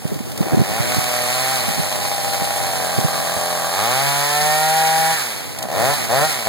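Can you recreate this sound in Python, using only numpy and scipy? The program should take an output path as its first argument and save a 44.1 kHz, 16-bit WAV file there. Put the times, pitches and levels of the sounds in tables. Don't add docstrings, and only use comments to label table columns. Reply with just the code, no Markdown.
import sys
import numpy as np
from scipy import signal
from scipy.fft import rfft, irfft, next_fast_len
from scipy.io import wavfile
from scipy.ndimage import uniform_filter1d, map_coordinates

SR = 44100
rng = np.random.default_rng(int(sys.argv[2]) if len(sys.argv) > 2 else 0)


def digitize_waveform(pressure):
    field = np.atleast_2d(pressure).T
    bounded = np.clip(field, -1, 1)
    quanta = np.round(bounded * 32767).astype(np.int16)
    wavfile.write(sys.argv[1], SR, quanta)


N = 285768

# f/Hz, relative level/dB
CHAIN_COLOUR = [(500, -9), (2000, -3.5), (3200, 0.5), (5000, 1), (6300, -2), (7200, 0), (9000, 1.5),
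                (11000, -1.5), (13500, -4), (15000, -11), (16000, -25)]
# opening t/s, stumble duration/s, swell duration/s, closing t/s, exhaust level/dB
THROTTLE_BLIPS = [(5.55, 0.13, 0.12, 5.912, -16.5), (6.076, 0.0038, 0.035, 6.247, -15.5),
                  (6.441, 0.0067, 0.036, 6.507, -15)]
BITE_S, LIFT_S = 0.82, 5.11


def amp(db):
    return 10 ** (np.asarray(db) / 20)


def unit(x):
    return x / np.sqrt(np.mean(x ** 2) + 1e-20)


def along(points, hz):
    f, v = np.transpose(points)
    return np.interp(np.log(hz + 1), np.log(f + 1), v)


def curves(rows):
    s, *columns = np.transpose(rows)
    return [np.interp(np.arange(N) / SR, s, column) for column in columns]


def wobble(rate):
    knots = rng.standard_normal(int(N * rate / SR) + 4)
    return map_coordinates(knots, [np.arange(N) * rate / SR])


def filtered(x, response):
    m = next_fast_len(N + SR // 2)
    spectrum = rfft(x, m) * response(np.fft.rfftfreq(m, 1 / SR))
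    return irfft(spectrum, m)[..., :N]


def coloured(x, points):
    return unit(filtered(x, lambda hz: amp(along(points, hz))))


def ring(points, size=4096):
    cepstrum = irfft(np.log(amp(along(points, np.fft.rfftfreq(size, 1 / SR)))))
    cepstrum[1:size // 2] *= 2
    cepstrum[size // 2 + 1:] = 0
    return irfft(np.exp(rfft(cepstrum)))


def steady(x, size=4400):
    power = np.mean(np.atleast_2d(x) ** 2, axis=0)
    smooth_power = uniform_filter1d(uniform_filter1d(power, size), size // 2)
    return x / np.sqrt(np.abs(smooth_power) + 1e-12)


def ports(far_db):
    return unit(np.array([[1], [amp(far_db)]]))


def impulses(seconds, size):
    at = np.clip(seconds * SR, 0, N - 2)
    whole = at.astype(int)
    early = np.bincount(whole, size * (1 - at + whole), N)
    late = np.bincount(whole + 1, size * (at - whole), N)
    return early + late


def by_speed(speed, top_db, knee_hz, db_per_octave):
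    return top_db + db_per_octave * np.log2(np.minimum(speed / knee_hz, 1))


def gate(start, end, rise, fall):
    t = np.arange(N) / SR
    return np.clip((t - start) / rise, 0, 1) * np.exp(-np.maximum(t - end, 0) / fall)


def shaking(fire, decay, share):
    jolts = signal.fftconvolve(fire, np.exp(-np.arange(SR // 20) / SR / decay))[:N]
    share = np.clip(share, 0, 1)
    return steady(1 - share + share * steady(jolts))


def breeze():
    # centre t/s, half length/s, peak level before flutter/dB
    gusts = [(0.12, 0.15, -40), (0.595, 0.41, -32.5), (1.75, 0.38, -37), (3.097, 0.35, -36),
             (5.897, 0.32, -31)]
    # f/Hz, relative level/dB
    air_colour = [(25, -50), (60, -11.5), (120, -5), (250, -11), (600, -18.5), (2000, -34), (15000, -36)]
    breeze_db = -43.5
    t = np.arange(N) / SR
    power = amp(breeze_db) ** 2
    for s, half, db in gusts:
        power = power + amp(db) ** 2 * np.exp(-((t - s) / half) ** 2)
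    flutter_db = 3 * wobble(14)
    air = coloured(rng.standard_normal((2, N)), air_colour)
    return np.sqrt(power) * amp(flutter_db) * air * ports(far_db=-0.5)


def woods(x):
    # f/Hz, t60/s
    decay_times = [(150, 0.64), (800, 0.31), (4000, 0.2), (14000, 0.055)]
    hz, t, z = signal.stft(rng.standard_normal((2, SR // 2)), SR, nperseg=256)
    decay = amp(-60 * t / along(decay_times, hz)[:, None])
    tail = signal.istft(z * decay, SR, nperseg=256)[1]
    return signal.fftconvolve(x[None], tail / np.linalg.norm(tail[0]), axes=1)[:, :N]


def twigs(t60=0.038):
    # onset t/s, relative level/dB
    cracks = [(0.0764, -22), (0.1426, -25.5), (0.317, -21.5), (0.376, -17), (5.587, -16), (5.6264, -13.5)]
    envelope, t = np.zeros(N + SR), np.arange(SR // 8) / SR
    for s, db in cracks:
        envelope[round(s * SR):][:len(t)] += amp(db - 8 - 60 * t / t60)
    noise = coloured(rng.standard_normal((2, N)), CHAIN_COLOUR)
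    return envelope[:N] * noise * ports(far_db=-2)


def thumps():
    # nominal t/s, relative level/dB, pitch f/Hz, time for the swell to peak/s
    knocks = [(0.052, -18.5, 163, 0.0065), (0.117, -19.5, 187, 0.0093), (0.159, -22.5, 147, 0.0062),
              (0.203, -22.5, 223, 0.0065), (0.405, -13.5, 177, 0.007), (0.41, -18, 337, 0.0037),
              (0.464, -21, 320, 0.0063), (0.52, -15, 286, .006), (0.532, -14, 130, 0.0074),
              (0.544, -9.5, 382, 0.0042), (0.57, -11.5, 211, 0.0084), (0.594, -13, 140, 0.0078),
              (0.603, -17, 333, 0.0041), (0.613, -12.5, 188, 0.0064), (0.799, -19, 130, 0.0079),
              (0.967, -15, 201, 0.0058), (0.981, -17, 150, 0.006), (1.683, -20.5, 189, 0.006),
              (1.702, -23, 141, 0.006), (1.78, -19.5, 238, 0.0056), (1.793, -19, 161, 0.0073),
              (2.234, -32, 149.8, 0.0075), (2.416, -25.5, 160, 0.009), (2.978, -14.5, 129, 0.0094),
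              (3.044, -15, 147, .009), (3.361, -26, 88, .012), (4.425, -31, 169.7, 0.0052),
              (5.649, -26, 200.7, 0.0084)]
    # f/Hz, relative level/dB
    puff_colour = [(25, -39), (60, -18), (110, -3), (180, -1.5), (300, -7), (480, -12.5), (800, -46),
                   (2000, -66)]
    out, t = np.zeros((2, N + SR)), np.arange(SR // 8) / SR
    puffs = steady(coloured(rng.standard_normal((2, N)), puff_colour), size=600)
    rough = .33
    quadrature = np.array([[0], [np.pi / 2]])
    for s, db, hz, life in knocks:
        at = round((s - .003) * SR)
        tone = np.sqrt(2) * np.sin(2 * np.pi * (hz * t + rng.random()) + quadrature)
        swell = (t / life * np.exp(1 - t / life)) ** 2
        mixture = np.sqrt(1 - rough) * tone + np.sqrt(rough) * puffs[:, at:at + len(t)]
        out[:, at:at + len(t)] += amp(db) * swell * mixture
    return out[:, :N] * ports(far_db=-2.5)


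def whine(turns, speed):
    # multiple of the crank speed, relative level/dB
    orders = [(7, -14), (9, -7), (10, -15), (11, -13), (12, -6), (14, -13), (15, -12)]
    whine_db = -30
    fast = np.clip((speed - 115) / 35, 0, 1)
    waver = .6
    tones = 0
    for k, db in orders:
        level = amp(db + 3.1 * wobble(11))
        tones = tones + level * np.sin(2 * np.pi * np.round(k) * turns + waver * wobble(50))
    return amp(whine_db) * fast * tones * ports(far_db=-22)


def kerf(fire):
    # start t/s, end t/s, centre f/Hz, bandwidth/Hz, level/dB
    rasps = [(2.5, 3.8, 1610, 172, -40.5), (2.799, 3.795, 1157, 161, -38), (4.544, 5.112, 1660, 170, -38)]
    rise_s, fall_s = 0.22, 0.12
    sound = 0
    for start, end, hz, width, db in rasps:
        band = filtered(rng.standard_normal((2, N)), lambda f: 1 / (1 + (2 * (f - hz) / width) ** 2) ** 2)
        sound = sound + amp(db) * gate(start, end, rise_s, fall_s) * unit(band)
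    return sound * shaking(fire, decay=0.008, share=0.4) * ports(far_db=-2.5)


def chain(fire, level_db, grain_db=2):
    # f/Hz, bandwidth/Hz, relative level/dB
    bar_modes = [(3990, 49, 12), (4226, 25, 19.5), (7200, 130, -9)]
    # t/s, level relative to the chain/dB
    bar_ringing = [(.2, -18), (.6, -12), (1.3, -9.5), (1.8, -10.5), (3.5, -12), (4.3, -10.5), (4.8, -14),
                   (6, -9.5)]
    links = rng.standard_normal((2, N)) * amp(grain_db * wobble(1500) + 0.53 * wobble(40))
    links = links * shaking(fire, decay=0.02, share=0.1)

    def modes(f):
        return sum(amp(db) * 1j * f * w / (c * c - f * f + 1j * f * w) for c, w, db in bar_modes)

    patter = amp(2) * coloured(links, CHAIN_COLOUR)
    ringing = amp(curves(bar_ringing)[0]) * unit(filtered(links[::-1], modes))
    return amp(level_db) * (patter + ringing) * ports(far_db=-10.5)


def crank():
    # t/s, crank speed f/Hz
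    cut_speed = [(0.35, 47.3), (0.5, 82.76), (0.6, 85.5), (0.7, 104.1), (0.8, 118.4), (0.92, 124.6),
                 (1.23, 122.1), (1.53, 132.8), (1.72, 108), (1.88, 96.5), (2.22, 91.64), (2.45, 92.2),
                 (2.56, 94.1), (2.78, 88.44), (3.0, 83.37), (3.53, 87.13), (3.6, 84), (3.72, 85.3),
                 (3.86, 116.2), (3.94, 129.7), (4.02, 138.6), (4.17, 142.2), (4.49, 152.3), (4.74, 158.5),
                 (5.11, 161.4)]
    idle_hz, hang_s, coast_s = 47.23, .041, .245
    ceiling_hz, climb_s = 245, .37
    t = np.arange(N) / SR
    speed, = curves(cut_speed)

    def coast(speed, shut):
        sinking = np.exp(-np.maximum(t - shut - hang_s, 0) / coast_s)
        return np.where(t > shut, idle_hz + (np.interp(shut, t, speed) - idle_hz) * sinking, speed)

    speed = coast(speed, LIFT_S)
    for opens, stumble, _, closes, _ in THROTTLE_BLIPS:
        catches = opens + stumble
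        gap = ceiling_hz - np.interp(catches, t, speed)
        climb = ceiling_hz - gap * np.exp(-np.maximum(t - catches, 0) / climb_s)
        speed = coast(np.where(t > catches, climb, speed), closes)
    return speed


def effort(speed):
    # t/s, exhaust level/dB
    pull = [(0.3, -42.5), (0.51, -24), (0.67, -28), (0.75, -24), (0.98, -27), (1.5, -23), (1.66, -27.5),
            (2.73, -23.5), (3.23, -24.5), (3.39, -23), (3.7, -24), (3.83, -18.5), (4.27, -21.5),
            (4.48, -17.5), (5.01, -17.5), (5.1, -18.5)]
    idle_db, coast_db, stumble_db = -40, -38, -17
    mutter_db = -31
    open_s, shut_s = 0.069, 0.028
    burn_on_s = 0.0019
    cut_db, = curves(pull)
    cut = amp(np.maximum(cut_db, idle_db)) * gate(-1, LIFT_S + burn_on_s, open_s, shut_s)
    blips = 0
    for opens, stumble, swell, closes, db in THROTTLE_BLIPS:
        stumbling = amp(stumble_db) * gate(opens, closes, open_s, shut_s)
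        barking = amp(db) * gate(opens + stumble, closes + burn_on_s, swell, shut_s)
        blips = blips + np.maximum(stumbling, barking)
    mutter = np.where(np.arange(N) / SR > THROTTLE_BLIPS[0][3], amp(mutter_db), amp(coast_db))
    speed_db = by_speed(speed, top_db=0, knee_hz=116, db_per_octave=12.5)
    free = np.maximum(blips, mutter) * amp(speed_db)
    return 20 * np.log10(np.maximum(cut, free))


def firings(when):
    # from t/s, turns per strong firing, next turn's level/dB, its lateness/s, level scatter/dB
    pattern = [(0, 2, -4, 0.0015, 5.5), (.45, 2, -2, 0, 0.5), (.62, 1, 0, 0, .25), (.86, 3, -8, .0002, .6),
               (1.28, 2, 0, 0.00013, 0.3), (1.6, 3, -3, 0.0004, 0.5), (1.85, 3, -6, 0.0015, 2.4),
               (2.58, 2, -4.5, .0006, 1.5), (2.94, 2, -4.5, .0003, 1.3), (3.72, 1, 0, 0, -0.1),
               (5.15, 1, 0, 0.00012, 2), (5.72, 1, -3, 0, 0.4), (5.92, 1, 0, 0, 2.5), (6.08, 1, 0, 0, .26),
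               (6.26, 1, 0, 0, 2.5)]
    start, period, weak_db, late, scatter_db = np.transpose(pattern)
    row = np.clip(np.searchsorted(start, when) - 1, 0, None)
    chance = rng.standard_normal((len(when), 2))
    cycle = np.maximum(np.round(period[row]), 1)
    fouled = -np.arange(len(when)) % cycle / np.maximum(cycle - 1, 1)
    size = amp(fouled * weak_db[row] + scatter_db[row] * chance[:, 0])
    shift = .00003 * scatter_db[row] * chance[:, 1]
    return impulses(when + shift + late[row] * fouled, size)


def pumping(fire, level_db):
    # f/Hz, relative level/dB
    puff_colour = [(50, -32), (85, -5.5), (125, 1.5), (165, -0.5), (230, 2.5), (320, -8), (500, -1.5),
                   (900, -12), (2000, -52.5), (5000, -52)]
    puffs = steady(signal.fftconvolve(fire, ring(puff_colour))[:N])
    return amp(level_db) * puffs * ports(far_db=0.5)


def clatter(fire, level_db, clean, decay=0.012, rough_share=0.26, clean_share=0.46):
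    # f/Hz, relative level/dB
    casing_colour = [(100, -40), (300, -12.5), (600, 3.5), (1000, 2), (1300, 0), (1700, -2), (2400, 3.5),
                     (3300, -9.5), (5000, -11), (10000, -25)]
    t = np.arange(SR // 40) / SR
    knock = rng.standard_normal((2, len(t))) * np.exp(-t / decay)
    knocks = signal.fftconvolve(fire[None], knock, axes=1)[:, :N]
    rattle = steady(coloured(knocks, casing_colour))
    gas = coloured(rng.standard_normal((2, N)), casing_colour) * shaking(fire, decay=0.016, share=0.064)
    share = np.clip(rough_share + clean * (clean_share - rough_share), 0, 1)
    return amp(level_db) * (np.sqrt(share) * rattle + np.sqrt(1 - share) * gas) * ports(far_db=-4.5)


def crackle(fire, level_db):
    # f/Hz, relative level/dB
    spit_colour = [(300, -24), (1000, 1), (1800, 1.5), (4200, -1.5), (7000, -9), (14000, -8)]
    spit_db = -4.5
    t = np.arange(SR // 40) / SR
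    jolts = signal.fftconvolve(fire, np.exp(-t / .007))[:N]
    spit = coloured(rng.standard_normal((2, N)), spit_colour) * steady(jolts ** 2)
    return amp(level_db + spit_db) * spit * ports(far_db=-4.5)


def near_echoes(x):
    spacing, direct = 0.0026, 0.83

    def lag(hz):
        return np.exp(-2j * np.pi * hz * spacing)

    return filtered(x, lambda hz: (direct + lag(hz)) / (1 + direct * lag(hz)))


def resonate(x):
    # t/s, f/Hz, added level/dB
    resonance = [(0.5, 780, -4), (1.0, 745, -4), (1.5, 780, -4), (1.9, 820, 4), (2.5, 813, 1),
                 (2.9, 784.5, -5), (3.6, 796, -8), (3.9, 825, -10), (4.4, 779, -13), (5.0, 803, -5),
                 (5.4, 681.6, -7)]
    width_hz = 70
    hz, db = curves(resonance)
    spin = np.exp(2j * np.pi * np.cumsum(hz) / SR)
    pole = np.exp(-np.pi * width_hz / SR)
    ringing = np.real(spin * signal.lfilter([1 - pole], [1, -pole], x / spin))
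    return x + 2 * amp(db) * ringing


def exhaust(fire, speed, level_db, clean, surge, cutting):
    # f/Hz, level at low revs/dB, at top revs/dB
    pulse = [(45, -37, -37), (88, -7.5, -14), (141, 2.5, -7), (175, -5, -3), (350, -20.5, -36),
             (440.9, -7.5, -11), (558, -7, -16), (604, 2, -5), (703, -3.5, 1), (735, 0.5, 0), (799, -1, 1),
             (832, -9, -5), (1020, -11, -13.5), (1190, -18, -36), (1649, -19, -29.5), (1890, -15, -13),
             (1950, -20, -40), (2290, -43, -30), (2430, -40, -36), (9000, -31, -40)]
    # f/Hz, level in the wood/dB, running free/dB
    surge_pulse = [(45, -29, -24), (90, -2, 2), (141, 3.5, 3.5), (285.8, -14.5, -12), (420, -6.5, -4.5),
                   (595, -1.5, 3), (800, 4, 2), (863, -1.5, -5.5), (1010, -7, -7.5), (1240, -7, -15),
                   (1450, -16, -14), (1700, -10, -12.5), (1840, -17, -12), (2320, -17, -27),
                   (4000, -16, -21), (9000, -27, -25)]
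    gas_rough_db, gas_clean_db = -13, -20
    tail_rough_db, tail_clean_db = -6.5, -15
    gas_db = gas_rough_db + clean * (gas_clean_db - gas_rough_db)
    gas = rng.standard_normal(N) * shaking(fire, decay=0.0052, share=0.82)
    flow = steady(fire) + amp(gas_db) * gas

    def muffler(table):
        hz, *colours = np.transpose(table)
        return [steady(signal.fftconvolve(flow, ring(np.c_[hz, db]))[:N]) for db in colours]

    low, top = muffler(pulse)
    loaded, free = muffler(surge_pulse)
    hot = np.clip((speed - 128) / 25, 0, 1)
    even = (1 - hot) * low + hot * top
    punch = cutting * loaded + (1 - cutting) * free
    bark = steady(resonate(near_echoes((1 - surge) * even + surge * punch)))
    tail = amp(tail_rough_db + clean * (tail_clean_db - tail_rough_db))
    sound = (bark * ports(far_db=-5.5) + tail * woods(bark)) / np.hypot(1, tail)
    return amp(level_db - 3.5) * np.hypot(1, amp(gas_db)) * sound


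def scene():
    bite_fade_s, bite_db = 0.1, -32
    rough_db, clean_db = -28.5, -18
    surge_hz_per_s, coast_hz_per_s = 190, 140
    load_db, surge_db = 1.5, 1.6
    clutch_hz = 58
    speed = crank()
    exhaust_db = effort(speed)
    cutting = gate(BITE_S, LIFT_S, bite_fade_s, bite_fade_s)
    gain = uniform_filter1d(np.gradient(speed) * SR, size=2200)
    surge = np.clip(gain / surge_hz_per_s, 0, 1)
    coasting = np.clip(-gain / coast_hz_per_s, 0, 1) * (1 - cutting)
    pulling = np.clip((exhaust_db - rough_db) / (clean_db - rough_db), 0, 1)
    clean = np.maximum(pulling, np.maximum(coasting, surge))

    clatter_db = by_speed(speed, top_db=-30, knee_hz=131, db_per_octave=10.6)
    clatter_db = clatter_db + load_db * cutting + surge_db * surge
    running_db = by_speed(np.maximum(speed, clutch_hz), top_db=-29, knee_hz=145, db_per_octave=10.96)
    chain_db = 20 * np.log10(np.hypot(amp(running_db), amp(bite_db) * cutting))
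    pump_db = by_speed(speed, top_db=-37, knee_hz=114, db_per_octave=9.3)

    turns = np.cumsum(speed * (1 + 0.001496 * wobble(25))) / SR
    when = np.interp(np.arange(1, int(turns[-1]) + 1), turns, np.arange(N) / SR)
    fire = firings(when)
    surroundings = breeze() + twigs() + thumps()
    cut = whine(turns, speed) + kerf(fire) + chain(fire, chain_db)
    engine = pumping(fire, pump_db) + clatter(fire, clatter_db, clean) + crackle(fire, clatter_db)
    engine = engine + exhaust(fire, speed, exhaust_db, clean, surge, cutting)
    return surroundings + cut + engine


def record(dry, cross=0.99):
    # f/Hz, left-right level difference/dB
    balance = [(80, -3.5), (250, 0.5), (400, 4.5), (560, 4), (800, 1), (1100, 1.5), (1800, -9), (2700, 2),
               (4500, -0.5), (9000, -3), (14000, -1.5)]
    top_hz = 15850
    delay = 16 / SR
    late = filtered(dry[::-1], lambda hz: np.exp(-2j * np.pi * hz * delay))
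    wide = dry - min(cross, 1) * late
    return filtered(wide, lambda hz: amp(np.outer([.5, -.5], along(balance, hz))) * (hz < top_hz))


dry = scene()
out = record(dry)
digitize_waveform(out)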